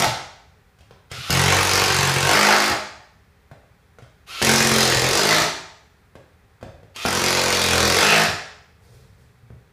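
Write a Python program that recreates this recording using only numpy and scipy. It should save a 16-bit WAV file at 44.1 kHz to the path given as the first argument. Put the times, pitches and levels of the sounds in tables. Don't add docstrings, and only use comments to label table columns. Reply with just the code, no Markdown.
import sys
import numpy as np
from scipy import signal
from scipy.fft import rfft, irfft, next_fast_len
from scipy.io import wavfile
from scipy.ndimage import uniform_filter1d, map_coordinates

SR = 44100
rng = np.random.default_rng(int(sys.argv[2]) if len(sys.argv) > 2 else 0)


def file_out(sig):
    cols = np.atleast_2d(sig).T
    lim = np.clip(cols, -1, 1)
    pcm = np.round(lim * 32767).astype(np.int16)
    wavfile.write(sys.argv[1], SR, pcm)


N = 428652

# [f/Hz, relative density/dB]
THUD_SPECTRUM = [(30, -19), (60, -2), (120, 5), (180, -7.5), (300, -21.5), (800, -60)]
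# [bite t/s, deepest t/s, head touch t/s, tight t/s, stop t/s,
#  mid-thread lift/(blows/s), deepest rate/(blows/s), tight rate/(blows/s)]
SCREW_TIMING = [(1.305, 2.157, 2.26, 2.433, 2.735, 3.37, 44.8, 52.2),
                (4.425, 4.96, 5.12, 5.343, 5.455, 1.71, 41.54, 54),
                (7.061, 7.825, 7.945, 8.117, 8.262, 2.6, 41.08, 53.3)]


def amp(db):
    return 10 ** (np.asarray(db) / 20)


def unit(x):
    return x / np.sqrt(np.mean(x ** 2) + 1e-20)


def along(points, hz):
    f, v = np.transpose(points)
    return np.interp(np.log(hz + 1), np.log(f + 1), v)


def ramp(start_s, end_s):
    return np.clip((np.arange(N) / SR - start_s) / (end_s - start_s), 0, 1)


def wobble(knots_per_s):
    knots = rng.standard_normal(int(N * knots_per_s / SR) + 4)
    return map_coordinates(knots, [np.arange(N) * knots_per_s / SR])


def filtered(x, gain):
    m = next_fast_len(N + SR)
    return irfft(rfft(x, m) * gain(np.fft.rfftfreq(m, 1 / SR)), m)[:N]


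def noise(spectrum):
    return unit(filtered(rng.standard_normal(N), lambda hz: amp(along(spectrum, hz))))


def body(force, spectrum, modes=(), size=8192):
    hz = np.fft.rfftfreq(size, 1 / SR)
    db = along(spectrum, hz)
    for mode_hz, width_hz, lift_db in modes:
        db = db + lift_db / (1 + (2 * (hz - mode_hz) / width_hz) ** 2)
    cepstrum = irfft(np.log(np.maximum(amp(db), 1e-5)))
    cepstrum[1:size // 2] *= 2
    cepstrum[size // 2 + 1:] = 0
    response = irfft(np.exp(rfft(cepstrum)))
    return signal.oaconvolve(force, response / np.linalg.norm(response))[:N]


def contacts(starts, sizes, t60_s, chatter=1, rise_s=0.00061, size=4096):
    t = np.arange(size) / SR
    envelope = amp(-60 * t / t60_s) * (1 - np.exp(-(t / rise_s) ** 2))
    bursts = rng.standard_normal((len(starts), size)) * envelope
    bursts *= np.sqrt(chatter) / np.linalg.norm(bursts, axis=1, keepdims=True)
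    bursts[:, 0] += np.sqrt(1 - chatter)
    positions = starts[:, None] + np.arange(size)
    return np.bincount(positions.ravel(), (bursts * sizes[:, None]).ravel(), N)[:N]


def ambience(air_db=-55.5, hum_db=-5.0, waver_db=2.5):
    # [f/Hz, relative density/dB]
    air_spectrum = [(12, -65), (20, -29), (70, -3.5), (109, -8), (342, -27.5), (416, -17.5), (519, -26.5),
                    (705, -28.5), (788, -21.5), (857, -27), (1870, -26.5), (3000, -33.5), (6720, -43),
                    (14300, -46.5), (15500, -45.5)]
    # [f/Hz, relative level/dB]
    hum_partials = [(91.5, -67.5), (177.6, -67), (269.2, -77), (538.3, -76.5)]
    t = np.arange(N) / SR
    hum = sum(amp(db + waver_db * wobble(12)) * np.sin(2 * np.pi * hz * t) for hz, db in hum_partials)
    return amp(air_db) * noise(air_spectrum) + amp(hum_db) * np.sqrt(2) * hum


def tail():
    # [f/Hz, T60/s]
    decay_times = [(80, 0.71), (210, 0.37), (560, 0.66), (1470, 0.66), (3880, 0.62), (7000, 0.61),
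                   (14000, 0.33)]
    hz, t, z = signal.stft(rng.standard_normal(SR), SR, nperseg=256)
    fade = amp(-60 * t / along(decay_times, hz)[:, None])
    fade = fade / np.linalg.norm(fade, axis=1, keepdims=True)
    echo = signal.istft(z * fade, SR, nperseg=256)[1]
    return echo / np.linalg.norm(echo)


def paths(size, count):
    steps = rng.integers(1, count, N // size + 1)
    path = np.repeat(np.cumsum(steps) % count, size)[:N]
    return [np.sqrt(np.abs(uniform_filter1d((path == k) * 1.0, size // 2))) for k in range(count)]


def room(x, steady_hz=800):
    # [f/Hz, echo over direct level/dB]
    echo_levels = [(90, -7), (250, -1), (600, 4), (1500, 4), (5000, 5.5), (12000, -1)]

    def wet(hz):
        return amp(along(echo_levels, hz))

    def steady(hz):
        return 1 / (1 + (hz / steady_hz) ** 4)

    direct = filtered(x, lambda hz: 1 / np.hypot(1, wet(hz)))
    low = filtered(direct, lambda hz: wet(hz) * np.sqrt(steady(hz)))
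    high = filtered(direct, lambda hz: wet(hz) * np.sqrt(1 - steady(hz)))
    gates = zip(paths(size=16384, count=6), paths(size=1024, count=6))
    echoes = sum(signal.oaconvolve(low * slow + high * fast, tail())[:N] for slow, fast in gates)
    return direct + echoes


def shuffle(grain_db=0.5, rise_s=0.026, fall_s=.07):
    # [peak t/s, floor rumble level/dB, cloth level/dB]
    shifts = [(8.84, -54, -57), (8.94, -46.5, -56), (9.02, -50, -67.5), (9.2, -49, -61.5), (9.42, -50, -79)]
    # [f/Hz, relative density/dB]
    cloth_spectrum = [(150, -9.5), (450, 14), (700, -0.5), (2000, -3), (4500, -1.5), (8000, -6),
                      (15000, -14)]
    peak_s, floor_db, cloth_db = np.transpose(shifts)
    since_s = np.arange(N) / SR - peak_s[:, None]
    swells = np.exp(-np.maximum(-since_s / rise_s, since_s / fall_s))
    rub = unit(noise(cloth_spectrum) * amp(grain_db * wobble(140)))
    rumble = amp(floor_db) @ swells * noise(THUD_SPECTRUM)
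    return rumble + amp(cloth_db) @ swells * rub


def thumps():
    # [t/s, level/dB]
    weight_shifts = [(.066, 5), (1.177, -5), (2.698, 1.5), (4.96, 6), (5.411, -1), (6.66, -9), (6.74, -9.5),
                     (8.28, 1.5), (9.53, -9.5)]
    start_s, db = np.transpose(weight_shifts)
    force = contacts((start_s * SR).astype(int), amp(db), t60_s=0.17, chatter=0.91)
    return body(force, THUD_SPECTRUM)


def taps(ring_width_hz=220, ring_db=6):
    # [t/s, thud level/dB, knock level/dB, tick level/dB, ring f/Hz]
    onsets = [(0.787, -32, -31, -27, 1500), (0.807, -19, -31, -26, 614), (0.909, -17.5, -17, -25.5, 1050),
              (1.115, -5, -9.5, -2.5, 1930), (1.298, 4.5, 5, -9, 296.6), (3.514, -13, -12, -26, 600),
              (3.617, -35, -31, -48, 630), (3.986, -20.5, -15, -24.5, 1400),
              (4.022, -13.5, -24.5, -25.5, 589), (4.417, -7.5, 9.5, 7.5, 1892),
              (6.154, -14, -11.5, -24, 535), (6.612, -24, -20, -29, 1340), (6.628, -9, -5, -19, 536),
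              (6.831, -16, -21, -33, 510), (6.961, -17.5, -12, -3, 1665), (7.052, 2.5, 12.5, -2, 700),
              (9.503, -8.5, -20, -40, 451)]
    # [f/Hz, relative density/dB]
    knock_spectrum = [(100, -26), (250, 1.5), (450, 0.5), (720, -2), (1000, -6.5), (1600, -6.5),
                      (2600, -19.5), (6000, -43)]
    # [f/Hz, relative density/dB]
    tick_spectrum = [(800, -52.5), (1600, 0.5), (2800, 5), (5000, -1.5), (8000, -8), (15000, -23.5)]
    start_s, thud_db, knock_db, tick_db, ring_hz = np.transpose(onsets)
    starts = (start_s * SR).astype(int)
    thud = body(contacts(starts, amp(thud_db), t60_s=0.13, chatter=.4), THUD_SPECTRUM)
    tick = body(contacts(starts, amp(tick_db), t60_s=0.04, rise_s=0.00033), tick_spectrum)
    knocks = np.zeros(N)
    for i, hz in enumerate(ring_hz):
        force = contacts(starts[[i]], amp(knock_db[[i]]), t60_s=0.026, chatter=0.17)
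        knocks += body(force, knock_spectrum, [(hz, ring_width_hz, ring_db)])
    return thud + tick + knocks


def motor(flutter=.016, gear_db=1.0, whine_db=-5.0, loudness_power=2.6):
    # [trigger t/s, free gear mesh f/Hz, level/dB]
    run_ups = [(1.092, 1476, -35), (4.258, 1385, -33.5), (6.938, 1317, -33)]
    # [f/Hz, relative density/dB]
    gear_spectrum = [(180, -44), (300, -12), (431, -17), (781, -12), (968, -17.5), (1330, 0.5),
                     (1540, -10.5), (2830, -1), (3690, -2.5), (6680, -14.5), (7880, -21), (11500, -21),
                     (15500, -36)]
    # [multiple of mesh frequency, relative level/dB]
    whine_harmonics = [(1, -6), (2, -7), (3, -9), (4, -25), (5, -23.5)]
    spin_up_s, load_s = .016, .035
    load_sag, load_db = 0.085, 8
    t = np.arange(N) / SR
    level, mesh_hz = np.zeros(N), np.zeros(N)
    for (trigger_s, free_hz, db), (bite_s, *_) in zip(run_ups, SCREW_TIMING):
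        speed = (t < bite_s) * (1 - np.exp(-np.maximum(t - trigger_s, 0) / spin_up_s))
        load = np.exp(np.minimum(t - bite_s, 0) / load_s)
        level += speed ** loudness_power * amp(db + load_db * load)
        mesh_hz += free_hz * speed * (1 - load_sag * load)
    phase = 2 * np.pi * np.cumsum(mesh_hz * (1 + flutter * wobble(150))) / SR
    whine = np.sqrt(2) * sum(amp(db) * np.sin(round(k) * phase) for k, db in whine_harmonics)
    rasp = noise(gear_spectrum) * (1 + 0.11 * np.cos(phase))
    return uniform_filter1d(level, size=200) * (amp(whine_db) * whine + amp(gear_db) * rasp)


def grind(tight_s, hz, db, skirt_db=-20, skirt_octaves=.3, width_s=.07, lead_s=0.028):
    def band_gain(f):
        return amp(skirt_db * (np.log2((f + 1) / hz) / skirt_octaves) ** 2)

    band = unit(filtered(rng.standard_normal(N), band_gain))
    swell = np.exp(-((np.arange(N) / SR - tight_s + lead_s) / width_s) ** 2)
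    return amp(db) * band * swell


def edges(hz, trips_s=(.0019, .0039), bounce=0.55):
    delays = np.exp(-2j * np.pi * np.outer(trips_s, hz))
    return np.prod((delays - bounce) / (1 - bounce * delays), axis=0)


def hammer(on, rate, wood_db, steel_db, jitter_s=.00015, wood_scatter_db=2.0, steel_scatter_db=0.27,
           lead_s=.003, smooth_hz=950):
    beats = np.flatnonzero(np.diff(np.ceil(np.cumsum(on * rate) / SR), prepend=0))
    late, push, clash, snap = rng.standard_normal((len(beats), 4)).T
    starts = np.abs(beats + jitter_s * SR * late).astype(int)
    grazes = np.maximum(starts - int(lead_s * SR), 0)
    period_gain = np.sqrt(SR / rate[beats])
    wood = period_gain * amp(wood_db[beats] + wood_scatter_db * push)
    steel = period_gain * amp(steel_db[beats] + steel_scatter_db * clash)
    clack = contacts(starts, steel * amp(-2.5 + 1.6 * snap), t60_s=.005, rise_s=.0006)
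    rattle = contacts(grazes, steel * amp(-4), t60_s=.018, rise_s=.006)

    def repeats(hz):
        return 1 / (1 + (hz / smooth_hz) ** 4)

    shove = filtered(np.bincount(starts, wood, N), lambda hz: np.sqrt(repeats(hz)) * edges(hz))
    chatter = contacts(grazes, wood, t60_s=0.029, rise_s=0.0027)
    chatter = filtered(chatter, lambda hz: np.sqrt(1 - repeats(hz)))
    return shove + chatter, clack + rattle


def finish():
    # [stop t/s, rate/(blows/s), wood level/dB, steel level/dB, fade/(dB/s)]
    last_blows = (0.06, 46, -15, -20, 51)
    t = np.arange(N) / SR
    stop_s, rate, wood_db, steel_db, fade_db_per_s = last_blows
    fade_db = fade_db_per_s * t
    return hammer(t <= stop_s, np.full(N, rate), wood_db - fade_db, steel_db - fade_db)


def drive(screw, wood_db, steel_db, wood_change_db, steel_change_db, surge_db, fade_db_per_s):
    bite_rate = 44.25
    easy_db, unsteady_db = 1.0, -0.5
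    release_s, release_db = .04, 10
    bite_db, settle_s = 1, .07
    clamp_s, surge_s = 0.088, .12
    wood_fade, steel_surge = 0.91, .55
    bite_s, deepest_s, touch_s, tight_s, stop_s, lift, deep_rate, tight_rate = screw
    t = np.arange(N) / SR
    depth = ramp(bite_s, deepest_s)
    ease = np.sin(np.pi * depth)
    tightening = np.sin(np.pi / 2 * ramp(deepest_s, tight_s)) ** 2
    rate = bite_rate + (deep_rate - bite_rate) * depth + lift * ease
    rate = rate + (tight_rate - deep_rate) * tightening
    effort = easy_db * ease + unsteady_db * wobble(11) - release_db * ramp(stop_s - release_s, stop_s)
    surge = surge_db * ramp(touch_s, touch_s + surge_s)
    fade = fade_db_per_s * np.maximum(t - tight_s, 0)
    accent = bite_db * np.exp(-np.abs(t - bite_s) / settle_s)
    wood = wood_db + effort + wood_change_db * depth + surge - wood_fade * fade
    steel = steel_db + effort + accent + steel_change_db * depth + steel_surge * surge - fade
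    push, clack = hammer((t >= bite_s) & (t <= stop_s), rate, wood, steel)
    return push, clack, ramp(touch_s, touch_s + clamp_s)


def driver(loose_wood_db=-1.0, tight_wood_db=-1.5, tight_steel_db=0.1):
    # [f/Hz, relative density/dB]
    loose_boards = [
        [(21, -47), (35, -13.5), (59, -14.5), (81, -1.5), (136, 1), (194, -5), (247, -25.5), (277, -9),
         (424, -6.5), (594, -14.5), (830, -7), (945, -8), (3000, -11), (3900, -36), (6600, -120)],
        [(21, -45), (35, -14.5), (129, 0.5), (187, -11), (221, 0.5), (252, -12), (352, 0.5), (605, -6.5),
         (664, -8), (728, -6), (1020, -9), (1850, -5.5), (3000, -11.5), (3900, -40), (6600, -120)],
        [(21, -54.5), (35, -22.5), (81, 0.5), (150, -8.5), (213, 0), (243, -19.5), (292, -2.5), (409, -1.5),
         (770, -8), (878, -7), (2190, -8), (2440, -5), (3000, -14), (3900, -47), (6600, -120)],
    ]
    # [f/Hz, relative density/dB]
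    tight_boards = [
        [(29, -44.5), (50, -30), (172, -11.5), (204, -3.5), (273, -13), (307, -10.5), (384, -7.5), (620, -10),
         (676, -10.5), (844, -1.5), (936, -8.5), (1410, -3.5), (3000, -8.5), (3900, -41.5), (6600, -120)],
        [(29, -56.5), (50, -20.5), (124, -7), (158, 1.5), (242, -9.5), (318, -8), (411, 4), (505, -10.5),
         (642, -4), (749, -7), (874, -3.5), (1000, -5.5), (2060, -3.5), (3000, -6.5), (3900, -39), (6600, -120)],
        [(29, -48.5), (50, -24.5), (124, -9.5), (152, -2.5), (184, 5), (211, -0.5), (238, -5), (318, -8.5),
         (346, -13), (418, 1.5), (569, -8.5), (711, -4.5), (1110, -5), (1730, 2), (3000, -9.5), (3900, -37),
         (6600, -120)],
    ]
    # [f/Hz, relative density/dB]
    home_board = [(30, -38.5), (60, -18), (110, -11), (175, -5), (255, -16.5), (500, -10), (660, -6.5),
                  (820, -2), (1100, -8), (1300, -5), (2200, -9), (4000, -38.5)]
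    # [f/Hz, width/Hz, lift/dB]
    floor_modes = [(205, 27, 2), (318, 81, 9), (623.4, 36, 8.5), (698, 50, 5.5), (881, 24, 6),
                   (1301, 76, 4.5), (1700, 230, -0.5), (2600, 280, -3)]
    # [f/Hz, relative density/dB]
    loose_steel = [(1530, -21), (2600, -7.5), (2840, -1), (3950, 0.5), (6180, -2), (8400, -9.5),
                   (10700, -11), (13700, -18.5), (15500, -22.5)]
    # [f/Hz, relative density/dB]
    tight_steel = [(1530, -27), (2600, -6.5), (2910, -4.5), (4130, -3), (5780, -6.5), (8590, -14.5),
                   (13100, -21), (15500, -27.5)]
    # [wood level/dB, steel level/dB, wood change along thread/dB,
    #  steel change along thread/dB, surge on tightening/dB, fade once tight/(dB/s),
    #  head grind f/Hz, head grind level/dB]
    efforts = [(-19, -21.5, -2, -3, 6.5, 14, 2100, -25), (-18, -19, -2.5, -3.5, 3.5, 27, 1850, -23),
               (-23.5, -25, 4, 3, 3.5, 7.5, 2680, -17.5)]
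    push, tight_clack = finish()
    wood, loose_clack = body(push, home_board, floor_modes), np.zeros(N)
    for screw, row, loose, tight in zip(SCREW_TIMING, efforts, loose_boards, tight_boards):
        *effort, grind_hz, grind_db = row
        push, clack, seated = drive(screw, *effort)
        free, held = np.sqrt(1 - seated), np.sqrt(seated)
        wood += amp(loose_wood_db) * body(push * free, loose)
        wood += amp(tight_wood_db) * body(push * held, tight, floor_modes)
        wood += grind(screw[3], grind_hz, grind_db)
        loose_clack += clack * free
        tight_clack += clack * held
    steel = body(loose_clack, loose_steel) + amp(tight_steel_db) * body(tight_clack, tight_steel)
    return wood + steel


def scene():
    sources = driver() + motor() + taps() + thumps() + shuffle()
    return (room(sources) + ambience())[None]


def record(dry, dip_hz=2920, dip_width_hz=300, dip_db=-5.0, ceiling=.78, top_hz=15500):
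    def dip_gain(hz):
        return amp(dip_db / (1 + (2 * (hz - dip_hz) / dip_width_hz) ** 2))

    dipped = filtered(dry[0], dip_gain)
    rounded = dipped / (1 + (dipped / ceiling) ** 4) ** (1 / 4)
    return filtered(rounded, lambda hz: hz < top_hz)[None]


dry = scene()
out = record(dry)
file_out(out)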